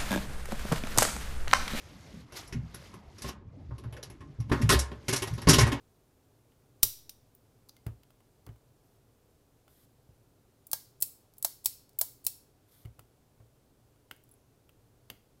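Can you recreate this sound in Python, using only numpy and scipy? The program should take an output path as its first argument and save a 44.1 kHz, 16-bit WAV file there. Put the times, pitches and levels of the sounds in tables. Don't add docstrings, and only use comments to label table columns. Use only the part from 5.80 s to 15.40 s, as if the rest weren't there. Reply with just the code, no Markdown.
import sys
import numpy as np
from scipy import signal
from scipy.fft import rfft, irfft
from scipy.io import wavfile
from scipy.ndimage import uniform_filter1d

SR = 44100
rng = np.random.default_rng(int(sys.argv[2]) if len(sys.argv) > 2 else 0)


def elevation(decibels):
    levels = np.asarray(decibels, float)
    return 10 ** (levels / 20)


def output_pcm(signal):
    pcm = np.clip(np.atleast_2d(signal).T, -1, 1) * 32767
    wavfile.write(sys.argv[1], SR, np.round(pcm).astype(np.int16))


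N = 423360
HOME_S = 1.03

# (stop locks [s], travel ends [s], force [dB], frame left free by the hand [dB])
PULLS = [
    (4.9144, 4.9312, -1.6, 1.6),
    (5.6257, 5.6465, 0.3, .3),
    (6.188, 6.2121, 1.2, -2.5),
]
# (pawl skips [s], sear skips [s], trigger resets [s], speed [dB], frame left free [dB])
LET_GOS = [
    (5.203, 5.2108, 5.2226, .3, -2.5),
    (5.8423, 5.8471, 5.8575, 0.6, 3.5),
    (6.4424, 6.4488, 6.4654, -0.6, 1.2),
]


def evened(x):
    return x / np.sqrt(np.mean(x ** 2) + 1e-20)


def read(points, hz):
    f, value = np.transpose(points)
    return np.interp(np.log(hz + 1), np.log(f + 1), value)


def add(mix, s, sound):
    part = mix[round(s * SR):][:len(sound)]
    part += sound[:len(part)]


def coloured(x, points):
    hz = np.fft.rfftfreq(len(x), 1 / SR)
    return irfft(rfft(x) * elevation(read(points, hz)), len(x))


def ring(modes, seconds, detune=1):
    t = np.arange(int(seconds * SR)) / SR
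    detunes = detune * np.ones(len(modes))
    return sum(elevation(db - 60 * t / t60) * np.sin(2 * np.pi * hz * d * t)
               for (hz, db, t60), d in zip(modes, detunes))


def clicks(rows, modes):
    out, t = np.zeros((2, N)), np.arange(2048) / SR
    lead = 256
    heights = [(hz, db + 20 * np.log10(2 * np.log(1000) / (t60 * SR)), t60) for hz, db, t60 in modes]
    for s, peak_db, frame_db, lever_db, knock_db, chatter_ms in rows:
        sizes = rng.standard_normal(len(t)) * (3 + rng.exponential(1, len(t)))
        grip = 1 + 0.016 * rng.standard_normal(len(modes))
        u = t * 1000 / max(chatter_ms, .2)
        chatter = sizes * np.minimum(t / 0.0008, 1) * (np.exp(-u ** 2) + .35 * np.exp(-u / 1.6))
        spectrum = rfft(chatter)
        chatter = irfft(spectrum / np.sqrt(uniform_filter1d(abs(spectrum) ** 2, size=61)))[:-256]
        body = ring(heights, 2048 / SR, grip)
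        body[0] += 1
        colour = [(250, knock_db - 18), (550, knock_db + 8), (1150, knock_db + 11),
                  (1800, lever_db + 6), (3000, lever_db + 14.5),
                  (4000, frame_db + 6.5), (6200, frame_db + 9), (7500, -3.8), (11000, -1), (15000, 1.1)]
        blow = coloured(np.pad(body, (lead, lead)), colour)
        sound = signal.fftconvolve(chatter, blow)
        treble = coloured(sound[1:], [(6500, -40), (7000, 0)])
        gain = elevation(peak_db - 7) / np.sqrt(uniform_filter1d(treble ** 2, 88).max())
        add(out[0], s - lead / SR, gain * sound)
        add(out[1], s - lead / SR, gain * np.linalg.norm(chatter) * blow)
    return out


def lockwork():
    # (frequency [Hz], resonance over the chatter [dB], t60 [s])
    snap_ring = [(4000, 0.5, 0.01), (5850, 6, .015), (8900, -8, .04), (12500, 2, 0.037), (14800, 1.5, .006)]
    pull_ring = [(687, 2.8, 0.045), (988, 3.4, 0.013), (1680, 3.4, 0.071), (2240, 4, 0.01),
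                 (4630, 4.9, .04), (5530, 0.5, 0.025), (8000, 4, .06), (10660, 3.8, 0.037),
                 (12900, 3, 0.011), (14860, 2.8, 0.022)]
    let_go_ring = [(975, 3.1, 0.01), (2620, 5, 0.043), (4456, 6, 0.044), (5520, 5.6, 0.017),
                   (8070, 6, 0.05), (10240, 2.3, 0.029), (11540, 2.3, 0.015), (13800, 2.5, 0.016)]
    # (peak above 7 kHz [dB], frame 3.5-7 kHz [dB], lever 1.5-3.5 kHz [dB],
    # knock 0.5-1.3 kHz [dB], chatter [ms]); the bands are relative to the peak
    strut_slip = (-31, -6, -20, -28, 4.7)
    strut_home = (-1.2, -12, -28, -28, 5.3)
    creak = (-52, -11, -28, -27, 3)
    stop_free = (-37, -24, -45, -36, 3.2)
    stop_lock = (-20.5, -20, -35, -37, 3.4)
    pull_end = (-10, -13, -26.5, -19, 4.2)
    pawl_skip = (-36, -26, -37, -31, 3.9)
    sear_skip = (-29.5, -21, -38, -37, 3.5)
    reset = (-9, -17, -32, -34, 4.6)
    # (time [s], force [dB])
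    slips = [
        (1.0253, -9),
        (1.2935, -1.5),
    ]
    frees = [
        4.8682,
        5.5815,
    ]
    # (time [s], force [dB])
    creaks = [
        (5.537, 1),
        (5.5574, -15),
        (5.5684, -6),
        (6.0921, 2.5),
        (6.131, -7),
    ]

    def hit(s, kind, force_db=0, free_db=0):
        peak_db, *bands_db, chatter_ms = kind
        return (s, peak_db + force_db, *np.add(bands_db, free_db), chatter_ms)

    snap = [hit(s, strut_slip, db) for s, db in slips] + [hit(HOME_S, strut_home)]
    pull = [hit(s, creak, db) for s, db in creaks] + [hit(s, stop_free) for s in frees]
    for *times, db, free in PULLS:
        pull += [hit(s, kind, db, free) for s, kind in zip(times, (stop_lock, pull_end))]
    let_go = []
    for *times, db, free in LET_GOS:
        let_go += [hit(s, kind, db, free) for s, kind in zip(times, (pawl_skip, sear_skip, reset))]
    return clicks(sorted(snap), snap_ring) + clicks(sorted(pull), pull_ring) + clicks(let_go, let_go_ring)


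def pings():
    # (time [s], peak [dB], frequency [Hz], t60 [s])
    tones = [(6.189, -11, 15020, .01), (6.190, -28, 15050, .06), (6.190, -33, 15330, .05),
             (1.295, -57, 8950, .14), (1.55, -46, 14800, .015), (1.294, -40, 14400, .02),
             (9.301, -36, 12700, .015), (1.967, -63, 2100, .06), (4.933, -46, 1640, .07),
             (5.225, -46, 2680, .025), (5.86, -44, 2620, .025), (6.468, -43, 2620, .025),
             (7.057, -60, 2150, .05), (8.3115, -31, 1450, .006), (8.513, -52, 10900, .02),
             (8.518, -52, 10900, .03), (8.539, -56, 10900, .035), (9.301, -45, 3250, .02),
             (9.303, -58, 3270, .07)]
    out, t = np.zeros(N), np.arange(SR // 4) / SR
    rise = np.minimum(t / .0008, 1)
    for s, peak_db, hz, t60 in tones:
        add(out, s, rise * ring([(hz, peak_db, t60)], len(t) / SR)[:len(t)])
    return out


def low_bump():
    bump_db, rise_s, fall_s, settle_hz = -22.5, .004, .006, 1.1
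    out, t = np.zeros(N), np.arange(SR // 4) / SR
    add(out, HOME_S, elevation(bump_db) * np.minimum(t / rise_s, 1) * np.exp(-t / fall_s))
    return signal.lfilter(*signal.butter(1, settle_hz, "high", fs=SR), out)


def bench():
    # (time [s], peak [dB], wood rattle [dB])
    thumps = [
        (1.029, -38, -8.5),
        (2.063, -28, -16),
        (2.668, -43.5, -8.5),
        (2.688, -39, -19),
        (4.288, -48.5, -28),
        (7.050, -36, -20),
        (7.186, -50, -10.5),
        (7.600, -48, -15.5),
        (8.31, -57, -2.5),
        (9.300, -51, -2),
    ]
    # (frequency [Hz], level [dB], t60 [s])
    board_low = [(57.27, 1.5, 0.3), (77.17, 3, .2)]
    board_high = [(112, 5, 0.19), (138, -5, .15), (233, -11, 0.19), (360, -19, 0.19), (450, -29, .2),
                  (660, -22.5, .1)]
    # (frequency [Hz], level [dB])
    wood = [(120, -20), (220, 1), (450, -4), (900, -13.5), (2000, -19.5), (4000, -40)]
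    contact_ms, high_db, cut_hz = 5, -4, 64
    jolt_db, jolt_wood_db = -57, -23
    out, t = np.zeros(N), np.arange(int(.3 * SR)) / SR
    low, high = ring(board_low, .3), ring(board_high, .3)
    push = np.hanning(max(int(contact_ms * SR / 1000), 8))
    thump = signal.fftconvolve(low + elevation(high_db + 9) * high, push)[:len(t)]
    thump = signal.sosfilt(signal.butter(3, cut_hz, "high", fs=SR, output="sos"), thump)
    thump = thump / abs(thump).max()
    fade = signal.windows.tukey(2 * len(t), .3)[len(t):]
    rattle_shape = np.minimum(t / .002, 1) * elevation(-60 * t / .16)
    jolts = [(row[-3], jolt_db, jolt_wood_db) for row in PULLS + LET_GOS]
    for s, peak_db, wood_db in thumps + jolts:
        rattle = evened(coloured(rng.standard_normal(len(t)), wood)) * rattle_shape
        add(out, s, elevation(peak_db) * fade * (thump + elevation(wood_db) * rattle))
    return out


def ticks():
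    bright_ticks = [(1.5494, -50, -23, -36), (1.8876, -47, -18, -27), (1.8924, -44, 0.1, -21),
                    (4.1194, -67, -12.5, -17.5), (8.3634, -52, -22.5, -28.5), (8.4377, -50, -26, -40),
                    (8.4901, -53, -23, -29), (8.5133, -50, -40, -42), (8.538, -53, -33, -29)]
    dull_ticks = [(2.0653, -38.5, -14, -11), (2.3044, -57, -10, -7), (2.404, -62.5, -14, -3),
                  (2.6646, -45.5, -9.5, -14.5), (2.6896, -61.5, -7, 3), (2.759, -62, -12, -7),
                  (3.879, -56, -11, -4), (7.1925, -42, -15, -11), (8.1594, -68, -13, -6)]
    dry_ticks = [(0.7194, -68, -8, 2.1), (1.9657, -52, -5.5, -9), (2.233, -54, -7, -7),
                 (7.051, -54, -10, -3), (7.0559, -52, -12, -6), (8.3111, -37, -10, -.6),
                 (8.8922, -54, -14, -.6), (9.3005, -35, -7, -3)]
    # (frequency [Hz], resonance over the chatter [dB], t60 [s])
    tick_ring = [(1445, 1.5, .012), (2170, 2.9, 0.02), (5020, 2.1, 0.006), (10960, 2.3, 0.019),
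                 (14150, 1.3, .012)]
    chatter_ms = 3
    kinds = (bright_ticks, 5), (dull_ticks, 7), (dry_ticks, -9)
    rows = [(*row, row[-1] + knock_db, chatter_ms) for kind, knock_db in kinds for row in kind]
    return clicks(sorted(rows), tick_ring)


def slides():
    # (start [s], length [s], level [dB], drift over the stroke [dB])
    strokes = [
        (3.005, .18, -81.5, -1.5),
        (3.865, .2, -71, 1.5),
        (6.86, .05, -72, 1.5),
        (6.89, .17, -65, -6),
    ]
    # (frequency [Hz], level per Hz [dB])
    skin = [(590, -43), (1000, -4.5), (2150, -6.5), (2740, -14), (3300, -3.5), (6700, -9.5), (13600, 1),
            (16000, -15)]
    rise_s, fall_s = .03, .015
    grains = rng.standard_normal(N) * (1 + .4 * rng.exponential(1, N))
    hiss, out = evened(coloured(grains, skin)), np.zeros(N)
    for s, length, level_db, drift_db in strokes:
        t = np.arange(0, length, 1 / SR)
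        swell = np.minimum(np.minimum(t / rise_s, (length - t) / fall_s), 1) ** 2
        add(out, s, hiss[round(s * SR):][:len(t)] * elevation(level_db + drift_db * t / length) * swell)
    return out


def room(x, turns_per_s=.6):
    # (frequency [Hz], t60 [s])
    decay = [(200, 0.12), (800, 0.21), (2000, 0.39), (5000, .45), (9000, 0.35), (15000, .33)]
    taps = np.zeros((3, SR))
    slots = np.arange(260, SR - 10, 10)
    at = slots + rng.integers(0, 10, (3, len(slots)))
    np.put_along_axis(taps, at, rng.choice([-1., 1.], at.shape), 1)
    hz, t, z = signal.stft(taps, SR, nperseg=256)
    early = 1 + 1.7 * np.exp(-t / .012)
    dying = elevation(-60 * t / read(decay, hz)[:, None])
    tail = signal.istft(z * early * dying, SR, nperseg=256)[1]
    phase = turns_per_s * np.arange(N) / SR + np.arange(3)[:, None] / 3
    turn = np.cos(2 * np.pi * phase) * np.sqrt(2 / 3)
    return signal.fftconvolve(x * turn, tail / np.linalg.norm(tail[0]), axes=1)[:, :N].sum(0)


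def air():
    # (frequency [Hz], level [dB])
    tone = [(12, -53.5), (20, -14), (53, -4.5), (86, -9), (117, 0), (169, -15.5), (281, -9.5), (351, -15.5),
            (382, -10), (440, -13), (1320, -27), (1470, -27), (1840, -31.5), (15200, -34), (16500, -54.5)]
    air_db, hum_db, hum_hz = -66.5, -74, 116
    frames, hz = N // 512 + 5, np.fft.rfftfreq(2048, 1 / SR)
    a, b, patches = rng.standard_normal((frames, 1025, 3)).T
    patches = evened(uniform_filter1d(uniform_filter1d(patches, 20, 0), 12, 1))
    z = (a + 1j * b) * elevation(read(tone, hz)[:, None] + 0.27 * patches)
    rumble = signal.istft(z, nperseg=2048, noverlap=1536)[1][:N]
    hum = signal.lfilter(*signal.iirpeak(hum_hz, 6, SR), rng.standard_normal(N))
    return elevation(air_db) * evened(rumble) + elevation(hum_db) * evened(hum)


def scene():
    direct, spread = lockwork() + ticks() + slides() + pings()
    return (direct + elevation(-11.5) * room(spread) + bench() + low_bump() + air())[None]


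def low_pass(x):
    return signal.sosfilt(signal.butter(12, 16970, fs=SR, output="sos"), x)


def record(dry):
    overload, edge_hz = .65, 15950
    squeezed = overload * np.tanh(dry / overload)
    band = signal.firwin(511, edge_hz, window=("kaiser", 4), fs=SR)
    return low_pass(signal.oaconvolve(squeezed, band[None], "same"))


dry = scene()
out = record(dry)
output_pcm(out)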